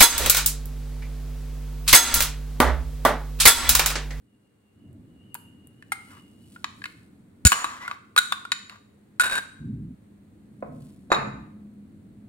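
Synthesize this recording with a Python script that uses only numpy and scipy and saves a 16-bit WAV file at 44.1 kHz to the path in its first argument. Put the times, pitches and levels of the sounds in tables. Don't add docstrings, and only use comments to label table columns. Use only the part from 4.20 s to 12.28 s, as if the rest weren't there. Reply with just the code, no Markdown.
import sys
import numpy as np
from scipy import signal
from scipy.fft import rfft, irfft
from scipy.io import wavfile
from scipy.ndimage import uniform_filter1d

SR = 44100
rng = np.random.default_rng(int(sys.argv[2]) if len(sys.argv) > 2 else 0)


def file_out(sig):
    cols = np.atleast_2d(sig).T
    lim = np.clip(cols, -1, 1)
    pcm = np.round(lim * 32767).astype(np.int16)
    wavfile.write(sys.argv[1], SR, pcm)


N = 356352
TIME = np.arange(N) / SR
AGE = TIME[:SR // 4]

# f/Hz, t60/s
ROOM_T60 = [(100, 1), (500, 0.59), (4000, 0.56), (8000, 0.56), (15000, 0.28)]
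# f/Hz, phase/rad
PORT_PHASE = [(250, 0.22), (600, 1), (1800, 1.8), (4000, 1.7), (13000, 1.6)]
# f/Hz, level/dB
PORT_BALANCE = [(50, 2.5), (200, -1.2), (2000, 1)]
# t/s, level/dB
RUMBLE_RIDE = [(0, -60.5), (.48, -63.5), (.7, -45), (1.05, -52), (2.4, -50.5), (4.4, -57), (6.0, -52),
               (6.55, -47.5), (8.08, -48.5)]
HUM_RIDE = [(0, -69), (5.3, -63), (6.5, -51), (8.08, -49.5)]
WHINE_RIDE = [(0, -76), (.5, -74), (.6, -61.5), (.76, -85), (1.1, -54.5), (1.45, -60), (2.15, -59.5),
              (2.5, -95)]
# f/Hz, level/dB
RUMBLE_EQ = [(25, -25), (60, -10), (100, 1.5), (150, -4), (205, 0.5), (300, -2.5), (420, -20.5), (700, -27),
             (1400, -68)]
HISS_EQ = [(240, -29.5), (400, -1.5), (625, -15), (2010, -20.5), (3090, -28), (4330, -28.5), (5210, -38.5),
           (8920, -27.5), (11100, -36.5), (15800, -34.5)]
SLIDE_EQ = [(300, -26.5), (850, -15), (1150, 0.5), (1400, -6.5), (2050, -12.5), (2600, -17.5),
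            (14000, -38.5)]
SMACK_EQ = [(300, -41), (900, -4), (1600, -7), (3000, -14), (5500, -23.5), (8500, -2), (16000, -7)]
CLUNK_EQ = [(60, -17), (280, -0.5), (720, 5), (1280, 5), (1600, -0.5), (2500, -1.5), (3200, -18),
            (4400, -7.5), (5600, -17), (16000, -2)]
RASP_EQ = [(200, -5), (1900, 3.5), (5000, -11), (8500, -10), (12000, -21.5), (16000, -26)]
KNOCK_EQ = [(500, -33.5), (1200, -1), (1700, 3.5), (2300, -2), (4400, -5.5), (5600, -16), (8000, -15),
            (16000, -43)]
TICK_EQ = [(600, -30), (3000, -2.5), (4700, -3), (6000, -7.5), (8500, 1), (12000, -5), (14000, -15),
           (16000, -7.5)]
# f/Hz, width/Hz, level/dB
TABLE_MODES = [(66.65, 8.8, -5.5), (139, 37, -3), (211.9, 97, -5.5)]
# f/Hz, level/dB, t60/s
DISH_MODES = [(3801, -4.5, .08), (3844, -4, 0.09), (5740, -17.5, .05), (6904, -7.5, 0.03),
              (7007, -4, 0.091), (8130, -5.5, .04), (8590, -11, 0.044), (10870, -5.5, 0.15),
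              (13100, -18.5, 0.032), (15280, -13.5, .08)]
CERAMIC_MODES = [(645, -19.5, 0.11), (742, -20.5, 0.15), (865, -21.5, 0.15), (1285, -15.5, .035)]
TAP_MODES = [(808, -4.5, 0.21), (1353, 0.5, 0.034), (2114, 3, 0.22), (8600, -7.5, 0.082)]
SPOON_MODES = [(1122, 0, 0.047), (1514, 1.5, 0.04), (1729, -2, .03), (2165, -5, 0.023), (2530, -2.5, 0.02),
               (3020, -9.5, .035), (4310, -9.5, 0.0055)]
# t/s, length/s, level/dB
SHIFTS = [(5.389, .36, -32.5), (6.419, 0.27, -41.5), (6.93, 0.3655, -38)]
# t/s, length/s, level/dB
SLIDES = [(1.909, 0.086, -51), (3.338, 0.24, -29), (3.617, 0.13, -39), (4.51, 0.051, -49)]
# t/s, level/dB
PULLS = [(1.9, -59.5), (2.33, -61), (2.681, -61.5), (6.66, -64)]
# t/s, level/dB, f/Hz
SMACKS = [(.73, -67, 8900), (1.144, -33.5, 11000), (1.472, -53.5, 10800)]
# t/s, level/dB, treble corner/Hz
SET_DOWNS = [(6.425, -30, 537), (6.903, -33.5, 1200), (6.917, -12.5, 1930), (6.927, -21.5, 3150),
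             (6.937, -25.5, 1700)]
# t/s, low ring/dB, high ring/dB
RATTLES = [(6.903, -44, -55), (6.921, -24.5, -31), (6.942, -24.5, -38)]
# t/s, level/dB
SCRAPE_RIDE = [(5.018, -24.5), (5.032, -27), (5.044, -23.5), (5.064, -23.5), (5.076, -30), (5.125, -27),
               (5.138, -29.5), (5.154, -25.5), (5.166, -30.5), (5.188, -24.5)]
# t/s, f/Hz
SCRAPE_NOTE = [(5.02, 1504), (5.15, 1570)]
# t/s, note/dB, f/Hz, clack/dB, tilt/(dB/octave), ring/dB, tick/dB
KNOCKS = [(1.151, -39.5, 940, -41, -0.5, -59.5, -43), (1.624, -51, 1760, -51, -1.5, -74, -61.5),
          (2.361, -42, 1430, -49, -4, -83.5, -102), (2.618, -45.5, 1660, -45.5, -2, -57, -76),
          (2.64, -42, 1750, -34, 5.5, -47, -51.5), (2.656, -35.5, 2130, -33.5, 3, -41, -52.5),
          (3.319, -19, 1110, -18, 3, -29.5, -22.5), (3.3278, -25.5, 2930, -22.5, -4.5, -38, -32),
          (3.443, -23.5, 1123, -28.5, -2.5, -33, -38), (3.678, -30, 1400, -31, -5, -46.5, -50.5),
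          (3.712, -32, 1153, -33.5, 1, -42.5, -59.5), (3.963, -22.5, 1210, -26.5, 5.5, -35, -28),
          (4.122, -25, 3610, -19.5, -10, -37, -32), (4.251, -34.5, 1400, -38, -12, -54, -51.5),
          (4.496, -59.5, 1200, -41, 6.5, -47.5, -56)]
# t/s, note/dB, length/s, clack/dB, tilt/(dB/octave), low ring/dB, high ring/dB, tick/dB
CLINKS = [(2.443, -34, 0.01, -24.5, -2.5, -23, -32, -48),
          (3.251, -18.5, 0.026, -18.5, 8.5, -16.5, -1.5, -13.5),
          (3.268, -28.5, 0.024, -18, 9, -16.5, -5, -12.5), (3.977, -13.5, 0.025, -22, 3, -13.5, -22, -21.5),
          (4.318, -24, 0.019, -20.5, 6.5, -18, -22.5, -35),
          (4.997, -15, 0.039, -25, 4.5, -13.5, -30.5, -27),
          (5.010, -30.5, 0.034, -29.5, 0.5, -27.5, -28.5, -25.5),
          (5.154, -28.5, 0.031, -34, -0.5, -51, -37, -36)]

KNOCK_LENGTH_S = 0.017
HARD_DB = -18


def undb(db):
    return 10 ** (np.asarray(db) / 20)


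def curve(rows):
    return np.interp(TIME, *np.transpose(rows))


def spectrum(points, hz):
    f, value = np.transpose(points)
    return np.interp(np.log(np.maximum(hz, 1)), np.log(f), value)


def unit(x):
    return x / np.sqrt(np.mean(x ** 2))


def unit_hit(x):
    return x / np.sqrt(np.sum(x ** 2) / (SR / 100))


def add(track, s, x):
    start = int(s * SR)
    track[start:start + len(x)] += x[:N - start]


def colour(x, eq, size=1024):
    cepstrum = irfft(np.log(undb(spectrum(eq, np.fft.rfftfreq(size, 1 / SR)))))
    cepstrum[1:size // 2] *= 2
    cepstrum[size // 2 + 1:] = 0
    return signal.fftconvolve(x, irfft(np.exp(rfft(cepstrum))))[:len(x)]


def pass_filter(x, kind, hz, order=2):
    return signal.sosfilt(signal.butter(order, hz, kind, fs=SR, output="sos"), x)


def resonate(x, hz, width):
    return signal.lfilter(*signal.iirpeak(hz, hz / width, fs=SR), x)


def gliding(x, hz, width):
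    turn = np.exp(2j * np.pi * np.cumsum(hz) / SR)
    pole = np.exp(-np.pi * width / SR)
    return np.real(signal.lfilter([1 - pole], [1, -pole], x / turn) * turn)


def fade(t60, t=AGE):
    return np.exp(-np.log(1000) * t / t60)


def choke(length_s, contact_s=.0005):
    return (1 - np.exp(-(AGE / contact_s) ** 2)) * np.exp(-np.log(1000) * (AGE / length_s) ** 2)


def stroke(start, end, rise, fall):
    return -rise * np.maximum(start - TIME, 0) - fall * np.maximum(TIME - end, 0)


def walk(rate):
    hold = int(SR / rate)
    steps = np.repeat(rng.standard_normal(N // hold + 1), hold)
    return unit(uniform_filter1d(steps, hold)[:N])


def grains(rate, spread_db):
    size = undb(spread_db * np.minimum(rng.exponential(size=N), 4))
    return (rng.random(N) < rate / SR) * size * rng.choice([-1, 1], N)


def slipping(rate_hz, spread_db=1.5):
    spacing, size = rng.standard_normal((4000, 2)).T
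    times = np.cumsum(np.exp(.35 * spacing) / rate_hz)
    return np.bincount((times * SR).astype(int), undb(spread_db * size), N)[:N]


def burst(eq, t60):
    return unit_hit(colour(rng.standard_normal(len(AGE)) * fade(t60), eq))


def struck(modes, damping=1):
    return sum((-1) ** k * undb(db) * unit_hit(np.sin(2 * np.pi * hz * AGE) * fade(t60) * damping)
               for k, (hz, db, t60) in enumerate(modes))


def varied(modes, detune, spread_db=2):
    chance = rng.standard_normal((len(modes), 2))
    return [(hz * (1 + detune * a), db + spread_db * b, t60)
            for (hz, db, t60), (a, b) in zip(modes, chance)]


def kitchen(x, build_s=0.0021):
    hz, frame_s, field = signal.stft(rng.standard_normal((2, SR)), SR, nperseg=256)
    field = field * fade(spectrum(ROOM_T60, hz)[:, None], frame_s)
    tail = signal.istft(field, SR)[1][:, :SR] * (1 - np.exp(-TIME[:SR] / build_s))
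    tail /= np.sqrt(np.sum(tail ** 2, axis=1, keepdims=True))
    return signal.fftconvolve(x[None], tail, axes=1)[:, :N]


def tabletop(x, t60=0.067):
    scatter = rng.standard_normal((2, len(AGE))) * fade(t60) * (AGE > .0005)
    return signal.fftconvolve(x[None], scatter / np.sqrt(np.sum(scatter ** 2) / 2), axes=1)[:, :N]


def ports(x):
    hz = np.fft.rfftfreq(N, 1 / SR)
    half = np.array([[.5], [-.5]])
    balance = undb(half * spectrum(PORT_BALANCE, hz))
    phase = half * spectrum(PORT_PHASE, hz)
    return irfft(rfft(x) * balance * np.exp(1j * phase), N)


def pan(x, left_db):
    return x * undb(left_db * np.array([[.5], [-.5]]))


def rumble(trim_db=-2, side_db=-13):
    mid, side = (unit(colour(rng.standard_normal(N), RUMBLE_EQ, size=8192)) for _ in range(2))
    return (mid + undb(side_db) * side * np.array([[1], [-1]])) * undb(curve(RUMBLE_RIDE) + trim_db)


def hum(hz=206, width_hz=12):
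    band = resonate(rng.standard_normal(N), hz, width_hz)
    return unit(resonate(band, hz, width_hz)) * undb(curve(HUM_RIDE))


def hiss(db=-65.5, settle_s=1, rise_db_per_s=6.5):
    air = np.array([unit(colour(rng.standard_normal(N), HISS_EQ)) for _ in range(2)])
    return air * undb(db - rise_db_per_s * np.maximum(settle_s - TIME, 0))


def whine(hz=2885, trim_db=-5):
    pitch = hz * (1 + .017 * walk(rate=120) + .009 * walk(rate=14))
    flutter = undb(7 * np.minimum(walk(rate=22), .7))
    tone = np.sin(2 * np.pi * np.cumsum(pitch) / SR)
    return kitchen(tone * flutter * undb(curve(WHINE_RIDE) + trim_db))


def shifts(rise_s=0.036, band_hz=(52, 270)):
    push = np.zeros(N)
    for s, length, db in SHIFTS:
        age = np.maximum(TIME - s, 0)
        release = np.sqrt(np.clip(1 - (age / length) ** 2, 0, 1))
        push += undb(db) * (1 - np.exp(-age / rise_s)) * release
    friction = pass_filter(rng.standard_normal(N), "bandpass", band_hz, order=4)
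    return unit(sum(undb(db) * resonate(friction, hz, width) for hz, width, db in TABLE_MODES)) * push


def slide(sag_db_per_s=60):
    speed = np.zeros(N)
    for s, length, db in SLIDES:
        sag = sag_db_per_s * np.maximum(TIME - s, 0)
        speed += undb(db - sag + stroke(s, s + length, rise=697.5, fall=554.5))
    return unit(colour(grains(rate=1700, spread_db=1.5), SLIDE_EQ)) * speed


def squeak(s=3.56, length_s=.14, start_hz=1850, end_hz=2150, db=-37):
    progress = np.clip((TIME - s) / length_s, 0, 1)
    hz = (start_hz + (end_hz - start_hz) * progress) * (1 + .025 * walk(rate=500))
    return undb(db) * np.sin(np.pi * progress ** 2) * np.sin(2 * np.pi * np.cumsum(hz) / SR)


def cream(rest_db=-82.5, pull_db_per_s=87):
    ticks = grains(rate=1500, spread_db=3.5)
    pull = undb(rest_db) + sum(undb(db - pull_db_per_s * np.abs(TIME - s)) for s, db in PULLS)
    out = unit(colour(ticks, TICK_EQ)) * pull
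    for s, db, hz in SMACKS:
        snap = burst(SMACK_EQ, t60=0.0087)
        add(out, s, undb(db) * unit_hit(snap + 2 * resonate(snap, hz, width=2500)))
    return out


def dish_ring(low_db, high_db, top_db, length_s, buzz=0.39):
    strike_eq = [(3800, low_db), (7000, high_db), (8100, top_db)]
    modes = [(hz, db + spectrum(strike_eq, hz), t60) for hz, db, t60 in varied(DISH_MODES, detune=.005)]
    roughness = unit(uniform_filter1d(rng.standard_normal(len(AGE)), size=40))
    return struck(modes, (1 + buzz * roughness) * choke(length_s))


def set_downs():
    out = np.zeros(N)
    for s, db, corner_hz in SET_DOWNS:
        clunk = burst(CLUNK_EQ, t60=0.032) + struck(CERAMIC_MODES)
        add(out, s, undb(db) * unit_hit(pass_filter(clunk, "lowpass", corner_hz)))
    return out


def rattle(length_s=0.056, top_db=-12):
    out = np.zeros(N)
    for s, low, high in RATTLES:
        add(out, s, dish_ring(low, high, high + top_db, length_s))
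    return out


def jolt(s=3.252, thud_db=-7, start_hz=120, end_hz=55, sink_s=0.009, bump_db=-15, bump_hz=180):
    out = np.zeros(N)
    hz = end_hz + (start_hz - end_hz) * np.exp(-AGE / sink_s)
    envelope = (1 - np.exp(-AGE / .003)) * np.exp(-(AGE / .017) ** 2)
    thud = -np.sin(2 * np.pi * np.cumsum(hz) / SR) * envelope
    bump = -np.sin(2 * np.pi * bump_hz * AGE) * (1 - np.exp(-AGE / 0.0014)) * fade(t60=0.044)
    add(out, s, undb(thud_db) * unit_hit(thud) + undb(bump_db) * unit_hit(bump))
    return out


def spoon_clack(tilt, length_s, pivot_hz=1600, grain_db=-8):
    modes = [(hz, db + tilt * np.log2(hz / pivot_hz), t60)
             for hz, db, t60 in varied(SPOON_MODES, detune=.025)]
    grain = unit_hit(colour(rng.standard_normal(len(AGE)) * choke(length_s), KNOCK_EQ))
    return unit_hit(struck(modes, choke(length_s))) + undb(grain_db) * grain


def scrape(ring_db=-6, clack_db=-6, rasp_db=-10, drying_db_per_s=25, edge_db_per_s=2001):
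    slips, catches = slipping(rate_hz=230), slipping(rate_hz=85)
    start, end = SCRAPE_RIDE[0][0], SCRAPE_RIDE[-1][0]
    pitch = curve(SCRAPE_NOTE)
    note = unit(gliding(gliding(slips, pitch, width=80), pitch, width=80))
    grit = signal.fftconvolve(catches, fade(t60=0.1))[:N] * rng.standard_normal(N)
    drying_db = drying_db_per_s * (np.clip(TIME, start, end) - start)
    rasp = undb(rasp_db + drying_db) * unit(colour(grit, RASP_EQ))
    glass = dish_ring(low_db=0, high_db=-8, top_db=-3, length_s=0.038)
    ring = undb(ring_db) * unit(signal.fftconvolve(catches, glass)[:N])
    plastic = spoon_clack(tilt=1, length_s=KNOCK_LENGTH_S)
    clack = undb(clack_db) * unit(signal.fftconvolve(catches, plastic)[:N])
    level_db = curve(SCRAPE_RIDE) + stroke(start, end, edge_db_per_s, edge_db_per_s)
    return (note + ring + clack + rasp) * undb(level_db)


def tap(db=-27, tick_db=-33, free_db=-20, knock_db=-7, noise_t60=0.051):
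    ring = struck(TAP_MODES, choke(length_s=0.02) + undb(free_db))
    body = ring + undb(knock_db) * burst(KNOCK_EQ, noise_t60)
    return undb(db) * body + undb(tick_db) * burst(TICK_EQ, noise_t60)


def table_thumps(trim_db=-4):
    out = np.zeros(N)
    for s, db, *_ in KNOCKS:
        add(out, s, undb(trim_db + db + (db - HARD_DB)) * burst(CLUNK_EQ, 2 * KNOCK_LENGTH_S))
    return out


def blow(note_db, hz, length_s, clack_db, tilt, low_db, high_db, tick_db):
    note = struck([(hz, note_db + 1.5, 0.087)], choke(length_s))
    top_db = min(tick_db, high_db + 2)
    ring = undb(-1) * dish_ring(low_db, high_db, top_db, length_s)
    clack = undb(clack_db - 1) * spoon_clack(tilt, length_s)
    tick = undb(tick_db - 2) * burst(TICK_EQ, t60=0.018)
    return note + ring + clack + tick


def spoon_blows(rim_hz=1466, damped_high_db=-7, rebound_s=.0082, tap_s=1.7195, crossover_hz=800):
    dishes = np.zeros(N)
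    knocks = [(s, db, hz, KNOCK_LENGTH_S, clack, tilt, ring, ring + damped_high_db, tick)
              for s, db, hz, clack, tilt, ring, tick in KNOCKS]
    clinks = [(s, db, rim_hz, *timbre) for s, db, *timbre in CLINKS]
    for s, db, *timbre in knocks + clinks:
        rebound_db = min(-6.5 + 1.13 * (db - HARD_DB), 0)
        add(dishes, s, blow(db, *timbre))
        add(dishes, s + rebound_s, undb(rebound_db) * blow(db, *timbre))
    low_end = pass_filter(table_thumps(), "lowpass", crossover_hz)
    add(dishes, tap_s, tap())
    return pass_filter(dishes, "highpass", crossover_hz, order=3) + low_end


def scene(near_send_db=-12.5, far_send_db=-4, scatter_db=-12):
    spoon = spoon_blows() + slide() + squeak() + cream()
    rim, settle, landing = scrape(), rattle(), set_downs()
    near = spoon + rim + settle
    panned = pan(spoon, left_db=0.5) + pan(landing + settle, left_db=-2)
    direct = ports(panned + rim + jolt() + shifts())
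    early = undb(scatter_db) * tabletop(near + landing)
    reverb = kitchen(undb(near_send_db) * near + undb(far_send_db) * landing)
    return direct + early + reverb + whine() + rumble() + hum() + hiss()


def record(dry, ceiling=.82, top_hz=15800):
    clipped = np.clip(dry, -ceiling, ceiling)
    return signal.sosfilt(signal.ellip(10, .2, 80, top_hz, fs=SR, output="sos"), clipped)


dry = scene()
out = record(dry)
file_out(out)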